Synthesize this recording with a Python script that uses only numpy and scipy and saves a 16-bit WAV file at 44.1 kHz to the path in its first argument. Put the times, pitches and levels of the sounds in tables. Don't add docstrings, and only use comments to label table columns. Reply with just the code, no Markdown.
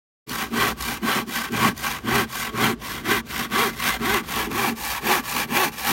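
import sys
import numpy as np
from scipy import signal
from scipy.fft import rfft, irfft, next_fast_len
from scipy.io import wavfile
from scipy.ndimage import uniform_filter1d, map_coordinates

SR = 44100
rng = np.random.default_rng(int(sys.argv[2]) if len(sys.argv) > 2 else 0)


def log_audio(samples):
    frames = np.atleast_2d(samples).T
    limited = np.clip(frames, -1, 1)
    pcm = np.round(limited * 32767).astype(np.int16)
    wavfile.write(sys.argv[1], SR, pcm)


def amplitude_ratio(level_db):
    exponent = np.asarray(level_db, float) / 20
    return 10 ** exponent


N = 261051


def unit(x):
    return x / np.sqrt(np.mean(x ** 2) + 1e-20)


def curves(rows):
    s, *columns = np.transpose(rows)
    return [np.interp(np.arange(N) / SR, s, column) for column in columns]


def wobble(rate):
    return map_coordinates(rng.standard_normal(int(N * rate / SR) + 4), [np.arange(N) * rate / SR])


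def filtered(x, response):
    m = next_fast_len(N + SR // 2)
    return irfft(rfft(x, m) * response(np.fft.rfftfreq(m, 1 / SR)), m)[:N]


def ringing(x, modes):
    def response(f):
        h = 0
        for k, (hz, width, db) in enumerate(modes):
            resonance = 1j * f * width / (hz * hz - f * f + 1j * f * width)
            h = h + (-1) ** k * amplitude_ratio(db) * resonance
        return h / np.sqrt(np.mean(np.abs(h) ** 2))
    return filtered(x, response)


def steady(x, span_s):
    return x / np.sqrt(np.abs(uniform_filter1d(x ** 2, int(span_s * SR))) + 1e-9)


# (frequency [Hz], level [dB per Hz])
OUTDOORS = [(20, -120), (60, -9), (300, 13.5), (1000, 5), (5000, -7), (15800, -30)]


def air():
    hz, db = np.transpose(OUTDOORS)
    spectrum = lambda f: amplitude_ratio(np.interp(np.log(f + 1), np.log(hz), db))
    return amplitude_ratio(-51.0) * unit(filtered(rng.standard_normal(N), spectrum))


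# (time [s], level [dB])
ROCKING = [(0.27, -67), (0.32, -51), (0.87, -40.5), (1.14, -58), (1.73, -46), (2.08, -51), (2.13, -40),
           (2.28, -50), (3.4, -46), (3.43, -53), (4.14, -41), (4.19, -52), (4.5, -40), (4.64, -55),
           (4.93, -42), (4.97, -50), (5.81, -52.5), (5.92, -42)]


def support():
    level_db, = curves(ROCKING)
    bending = ringing(rng.standard_normal(N), [(58.1, 7.5, 0)])
    return amplitude_ratio(level_db + 4.5) * steady(bending, 0.18)


# (time [s], full-speed tooth rate [1/s], skew of the speed arc [power],
# share of regular bites [0-1])
STROKES = [(.254, 390, 0.84, 0), (.494, 400, 0.96, 0.33), (.753, 387, 1.1, 0.05), (1.003, 452, 1.06, 0.45),
           (1.25, 350, 1, 0.07), (1.497, 440, 0.87, 0.28), (1.735, 446, 0.94, 0.05),
           (2.012, 408, 1.25, 0.49), (2.277, 397, 1.02, 0), (2.514, 450, 1.01, 0.44), (2.776, 446, 1, 0.15),
           (3.024, 408, 0.98, 0.42), (3.245, 360, 0.94, 0.12), (3.488, 454, 1.25, 0.64),
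           (3.729, 374, 0.88, 0.04), (3.982, 414, 1.25, 0.62), (4.233, 380, 1.1, 0.12),
           (4.484, 397, .9, 0.5), (4.751, 400, 0.99, 0.07), (5.0, 388, 1.31, 0.53), (5.224, 366, 0.88, .1),
           (5.468, 374, 1.1, 0.61), (5.718, 343, 1, 0.02), (5.96, 390, 1.3, 0.15)]


def teeth():
    s, rate, skew, share = np.transpose(STROKES)
    t = np.arange(N) / SR
    k = np.clip(np.searchsorted(s, t) - 1, 0, len(s) - 2)
    along = np.clip((t - s[k]) / (s[k + 1] - s[k]), 0, 1)
    speed = np.abs(np.sin(np.pi * along ** skew[k])) ** .65
    passed = np.cumsum(rate[k] * speed * (1 + .02 * wobble(40))) / SR
    bite = np.diff(np.floor(passed), prepend=0) * amplitude_ratio(1.5 * rng.standard_normal(N))
    bite = bite - uniform_filter1d(bite, SR // 50)
    return steady(bite, 0.022), share[k], passed


# (cut at mid-stroke [dB], swell of the cut over the stroke [dB], late start [s],
# early stop [s], scrape left in the reversal before it [dB])
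FORCE = [(-28, 14.5, 0.0022, 0.014, -58), (-18.5, 8, 0.0025, 0.01, -57), (-28, 11.5, 0.0033, 0.006, -64),
         (-18.5, -2.5, 0.0061, 0.002, -57), (-26.5, 11.5, 0.008, 0.0043, -63), (-19, 6.5, 0.00058, 0, -57),
         (-26.5, 9, 0.0085, .013, -63), (-18, 12, 0.011, 0.016, -59), (-29.5, 10, 0.0042, 0.0064, -57),
         (-22, 0.5, 0.0045, 0.023, -56.5), (-29.5, 9.5, 0.014, 0.0013, -72), (-19, 7, -0.0024, 0.027, -57),
         (-28.5, 14, 0.0032, 0.006, -76), (-17.5, 8, -0.013, 0.0096, -59), (-25, 12, 0.021, 0.0043, -50.5),
         (-19, 6, -0.0095, .008, -58), (-27, 16.5, 0.0017, 0.0075, -57.5),
         (-19.5, 3.5, -0.00038, 0.0064, -55), (-27, 11, 0.0022, -0.00053, -57),
         (-17, 9, -0.0012, 0.0085, -55.5), (-26, 17.5, -0.0048, 0.0053, -56),
         (-17.5, 7, -0.003, 0.011, -58), (-26.5, 30, -0.015, -0.026, -55.5)]
# (blade hiss re cut [dB], board boom [dB], swell of the boom [dB], judder [dB])
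SHAKEN = [(-6, -35.5, 2, -41), (-10, -26, 0, -30.5), (-5, -38, 5, -40.5), (-10, -24, -5, -34.5),
          (-6, -36, -5, -48), (-10, -23, -3, -25.5), (-6, -39.5, -4, -39.5), (-10.5, -25, 7.5, -25.5),
          (-3.5, -42, 6, -42), (-7.5, -22, 7.5, -25), (-6.5, -37.5, 22, -38), (-10, -24.5, 3, -32.5),
          (-7, -37, 10, -40), (-9.5, -25, -4, -39), (-6.5, -37.5, 1, -38.5), (-9.5, -24.5, 2, -36),
          (-5, -34, 17, -39), (-9.5, -23, -6.5, -34), (-5, -43, -4, -47), (-9.5, -26, -3, -45),
          (-4.5, -39.5, 24, -40), (-8.5, -25.5, 0, -39), (-5, -38.5, 51, -44)]


def effort():
    cut_grows, hiss_grows, boom_grows, judder_grows = (0.95, 1.42), (1, 1.3), (0.29, 0.76), (.12, 1)
    hiss_swell_db = (-6, 3.5)
    boom_ease_db = (1.5, -5)
    chatter_db = (8.5, 4)
    boom_rest, judder_rest = 0.032, 0.031
    scrape_wood_db, scrape_steel_db = 11.5, 4
    s, t = np.transpose(STROKES)[0], np.arange(N) / SR
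    k = np.clip(np.searchsorted(s, t) - 1, 0, len(FORCE) - 1)
    cut_db, swell_db, late_s, early_s, _ = np.transpose(FORCE)[:, k]
    hiss_db, boom_db, boom_swell_db, judder_db = np.transpose(SHAKEN)[:, k]
    scrape = amplitude_ratio(np.interp(t, s[:-1], np.transpose(FORCE)[-1]))
    start_s, stop_s = s[k] + late_s, s[k + 1] - early_s
    along = np.clip((t - start_s) / (stop_s - start_s), 0, 1)
    speed = np.abs(np.sin(np.pi * along))

    def way(pair):
        return np.array(pair)[k % 2]

    def layer(db, swell, rest, grows):
        return amplitude_ratio(db + swell * (along - .5)) * (speed + rest) ** way(grows)

    cut = np.hypot(layer(cut_db, swell_db, 0, cut_grows), amplitude_ratio(scrape_wood_db) * scrape)
    hiss = layer(cut_db + hiss_db, swell_db + way(hiss_swell_db), 0, hiss_grows)
    hiss = np.hypot(hiss, amplitude_ratio(scrape_steel_db) * scrape)
    boom_db = boom_db + way(boom_ease_db) * (speed ** 2 - .5)
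    boom = layer(boom_db, boom_swell_db, boom_rest, boom_grows)
    judder = layer(judder_db, 0, judder_rest, judder_grows)
    chatter = amplitude_ratio(way(chatter_db)) * cut
    return [uniform_filter1d(gain, size=300) for gain in (cut, hiss, boom, judder, chatter)]


def fibres(spiky_db):
    clumps = amplitude_ratio(.8 * wobble(25) + 1.5 * wobble(70) + .6 * wobble(300))
    return unit(rng.standard_normal(N) * amplitude_ratio(spiky_db * rng.standard_normal(N)) * clumps)


# (time [s], peak in the steel [dB], wood re steel [dB])
HOPS = [(0.2748, -27, -10), (0.284, -27, -7), (0.2938, -12, -14), (0.3877, -25, -5), (0.8086, -11, -11),
        (0.8231, -8, -16), (0.855, -15, -15), (1.034, -25, -2), (1.5205, -16, -14), (1.563, -16, -1),
        (1.7769, -14.5, -12), (2.3521, -12.5, -3), (2.5751, -17, -11), (3.012, -33, -4), (3.0563, -27, 4),
        (3.6377, -9, -9), (3.799, -12.5, -2), (4.141, -7, -12), (4.5137, -17.5, 1), (4.5282, -16, -3),
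        (4.8312, -25, -10), (4.8821, -14, -13), (5.1442, -10.5, -12), (5.254, -17, -5), (5.8681, -7.5, -2)]
# (first landing [s], gap [s], landings [count], level re chatter [dB])
BOUNCES = [(0.2936, 0.019, 4, 5), (.5746, 0.013, 4, -5), (1.3189, 0.018, 5, -4), (1.5719, 0.019, 4, 4.5),
           (2.0942, 0.015, 5, 0), (2.4027, 0.016, 2, -3), (2.6389, 0.015, 2, 2), (3.082, 0.008, 2, 0),
           (3.3094, 0.017, 6, 5), (3.5162, 0.021, 3, 0), (3.8227, 0.016, 5, 5), (4.2957, .0213, 3, 1),
           (4.5557, .0247, 2, 2), (5.0684, 0.028, 4, 3.5), (5.2999, 0.021, 2, 2), (5.3627, .0155, 3, 4.5),
           (5.5542, 0.016, 3, -2.5), (5.8477, 0.024, 3, 5)]


def hops(t60, chatter):
    stray_gap_s, spread_db = .1, 1.5
    steel, wood, t = np.zeros(N + SR), np.zeros(N + SR), np.arange(SR // 20) / SR
    trains = [(s + i * gap, db) for s, gap, count, db in BOUNCES for i in range(round(count))]
    stray_times = np.cumsum(stray_gap_s * np.exp(.5 * rng.standard_normal(90)))
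    strays = [(s, 0) for s in stray_times if s * SR < N]
    when, db = np.transpose(trains + strays)
    size_db, wood_db = spread_db * rng.standard_normal((len(when), 2)).T
    chatter_db = 20 * np.log10(np.interp(when, np.arange(N) / SR, chatter))
    light_hops = np.transpose([when, db + size_db + chatter_db, wood_db])
    envelope = amplitude_ratio(-60 * t / t60) * (1 - np.exp(-t / 0.00017))
    for s, db, wood_db in [*HOPS, *light_hops]:
        burst = envelope * rng.standard_normal(len(t))
        start = round(s * SR)
        steel[start:start + len(t)] += amplitude_ratio(db - 15) * burst
        wood[start:start + len(t)] += amplitude_ratio(db + wood_db - 9.0) * burst
    return steel[:N], wood[:N]


# (time [s], depth [0 shallow, 1 halfway, 2 deep])
DEPTH = [
    (2.4, 0),
    (2.9, 1),
    (4.1, 1),
    (4.5, 2),
]
# (frequency [Hz], width [Hz], level shallow [dB], level halfway [dB], level deep [dB])
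WOOD = [(501, 79, -13.5, -13.5, -9.5), (777, 74, -5, -6.5, -1), (832, 57, -6, -10, 2),
        (958, 79, -6.5, -6, -1.5), (1119, 56.5, 0.5, -0.5, 1), (1336, 54, -5.5, -4.5, -4.5),
        (1455, 74, -7.5, -5, -9.5), (1577, 28, -1.5, -3, -7.5), (1695, 60, -7.5, -6, -0.5),
        (1918, 148, -6, -5, -5.5), (2075, 100, -5, -2.5, -5), (2360, 115, -6, -5.5, -2),
        (2692, 146, -10, -8.5, -5.5), (2904, 157, -8.5, -9, -7), (3264, 310, -10, -8.5, -9.5),
        (3907, 300, -11.5, -11.5, -12), (3948, 113, -6, -11, -9.5)]


def board(force):
    depth, = curves(DEPTH)
    out = 0
    for k in range(3):
        modes = [(hz, width, levels[k]) for hz, width, *levels in WOOD]
        out = out + np.sqrt(np.clip(1 - np.abs(depth - k), 0, 1)) * ringing(force, modes)
    return out


def patchy(x, depth_db):
    z = signal.stft(x, nperseg=512)[2]
    field = uniform_filter1d(rng.standard_normal(z.shape), size=3, axis=0)
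    field = uniform_filter1d(field, size=9, axis=1)
    gain = amplitude_ratio(depth_db * unit(field))
    return signal.istft(z * unit(gain), nperseg=512)[1][:N]


# (frequency [Hz], width [Hz], level [dB])
BOOM = [(139, 20, -5), (188, 49, -4.5), (229.6, 17.6, 6), (285, 22, -3.5), (333, 39, -4),
        (422.3, 29.8, -3.5)]
# (frequency [Hz], width [Hz], level [dB])
STEEL = [(3956, 500, -1.5), (4690, 330, -2.5), (4890, 155, -7), (5130, 820, -1.5), (6110, 1100, -1.5),
         (6940, 650, -1), (8500, 1420, -5.5), (9850, 1220, -4.5), (11400, 1300, -4.5), (13040, 1400, -1.5),
         (14070, 1560, -3), (16100, 1100, -6.5)]
# (frequency [Hz], width [Hz], level [dB])
BLADE = [(1157, 7.5, 1.5), (1549, 32, 0.5), (1645, 30, -10.5)]


def saw():
    cut_gain, hiss_gain, boom_gain, judder_gain, chatter = effort()
    bite, share, passed = teeth()
    biting = np.clip(3.94 * share - .4, 0, 1)

    swing = np.sqrt(2) * np.sin(2 * np.pi * np.cumsum(117 * (1 + 0.0483 * wobble(14))) / SR)
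    loose = steady(ringing(rng.standard_normal(N), [(138, 46, 0)]), 0.013)
    judder = 0.65 * biting * swing + (1 - 0.65 * biting) * loose
    shake = 1 + 0.12 * judder * np.clip(0.68 * judder_gain / cut_gain, 0, 1)

    skip = np.exp(-2.5 * ((passed / 5 + .25 * wobble(30)) % 1))
    tear = shake * (biting + (1 - biting) * unit(0.96 + skip)) * fibres(spiky_db=1.5)

    def force(bite_db):
        return np.sqrt(share) * amplitude_ratio(bite_db) * bite + np.sqrt(1 - share) * tear

    steel_hop, wood_hop = hops(t60=0.023, chatter=chatter)

    hum = share * amplitude_ratio(2.5 * wobble(30)) * np.sin(2 * np.pi * passed)
    push = amplitude_ratio(0.5) * boom_gain * force(-3.5 - 23 * (1 - biting))
    boom = ringing(push, BOOM) + amplitude_ratio(-7.5) * cut_gain * hum
    boom = boom * amplitude_ratio(2.27 * wobble(18))

    pressed = filtered(force(-5.5), lambda f: 1.292 * 2600 / (2600 + 1j * f))
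    wood_force = biting * pressed + (1 - biting) * force(-12.0)
    cut = board(amplitude_ratio(-1.0) * cut_gain * wood_force + wood_hop)

    hiss = ringing(amplitude_ratio(0.5) * hiss_gain * force(-7.5) + steel_hop, STEEL)
    bend = np.diff(hiss, n=2, prepend=0, append=0)
    hiss = hiss - 0.056 * curves(DEPTH)[0] * bend
    ring = ringing(amplitude_ratio(-17.0) * cut_gain * tear, BLADE)
    wood_and_steel = patchy(cut, depth_db=1.5) - patchy(hiss, depth_db=1.5)
    return boom + ring + wood_and_steel + amplitude_ratio(-2.5) * judder_gain * judder


def scene():
    return (air() + support() + saw())[None]


def roll_off(x):
    return signal.sosfilt(signal.butter(12, 16920, fs=SR, output="sos"), x)


def record(dry):
    start_s, fade_s, bass_hz, top_hz = 0.2636, 0.024, 35, 15830
    fade = np.clip((np.arange(N) / SR - start_s) / fade_s, 0, 1)
    microphone = lambda f: (1j * f / (bass_hz + 1j * f)) ** 2 * (f < top_hz)
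    mix = fade * filtered(dry[0], microphone)[None]
    return roll_off(mix)


dry = scene()
out = record(dry)
log_audio(out)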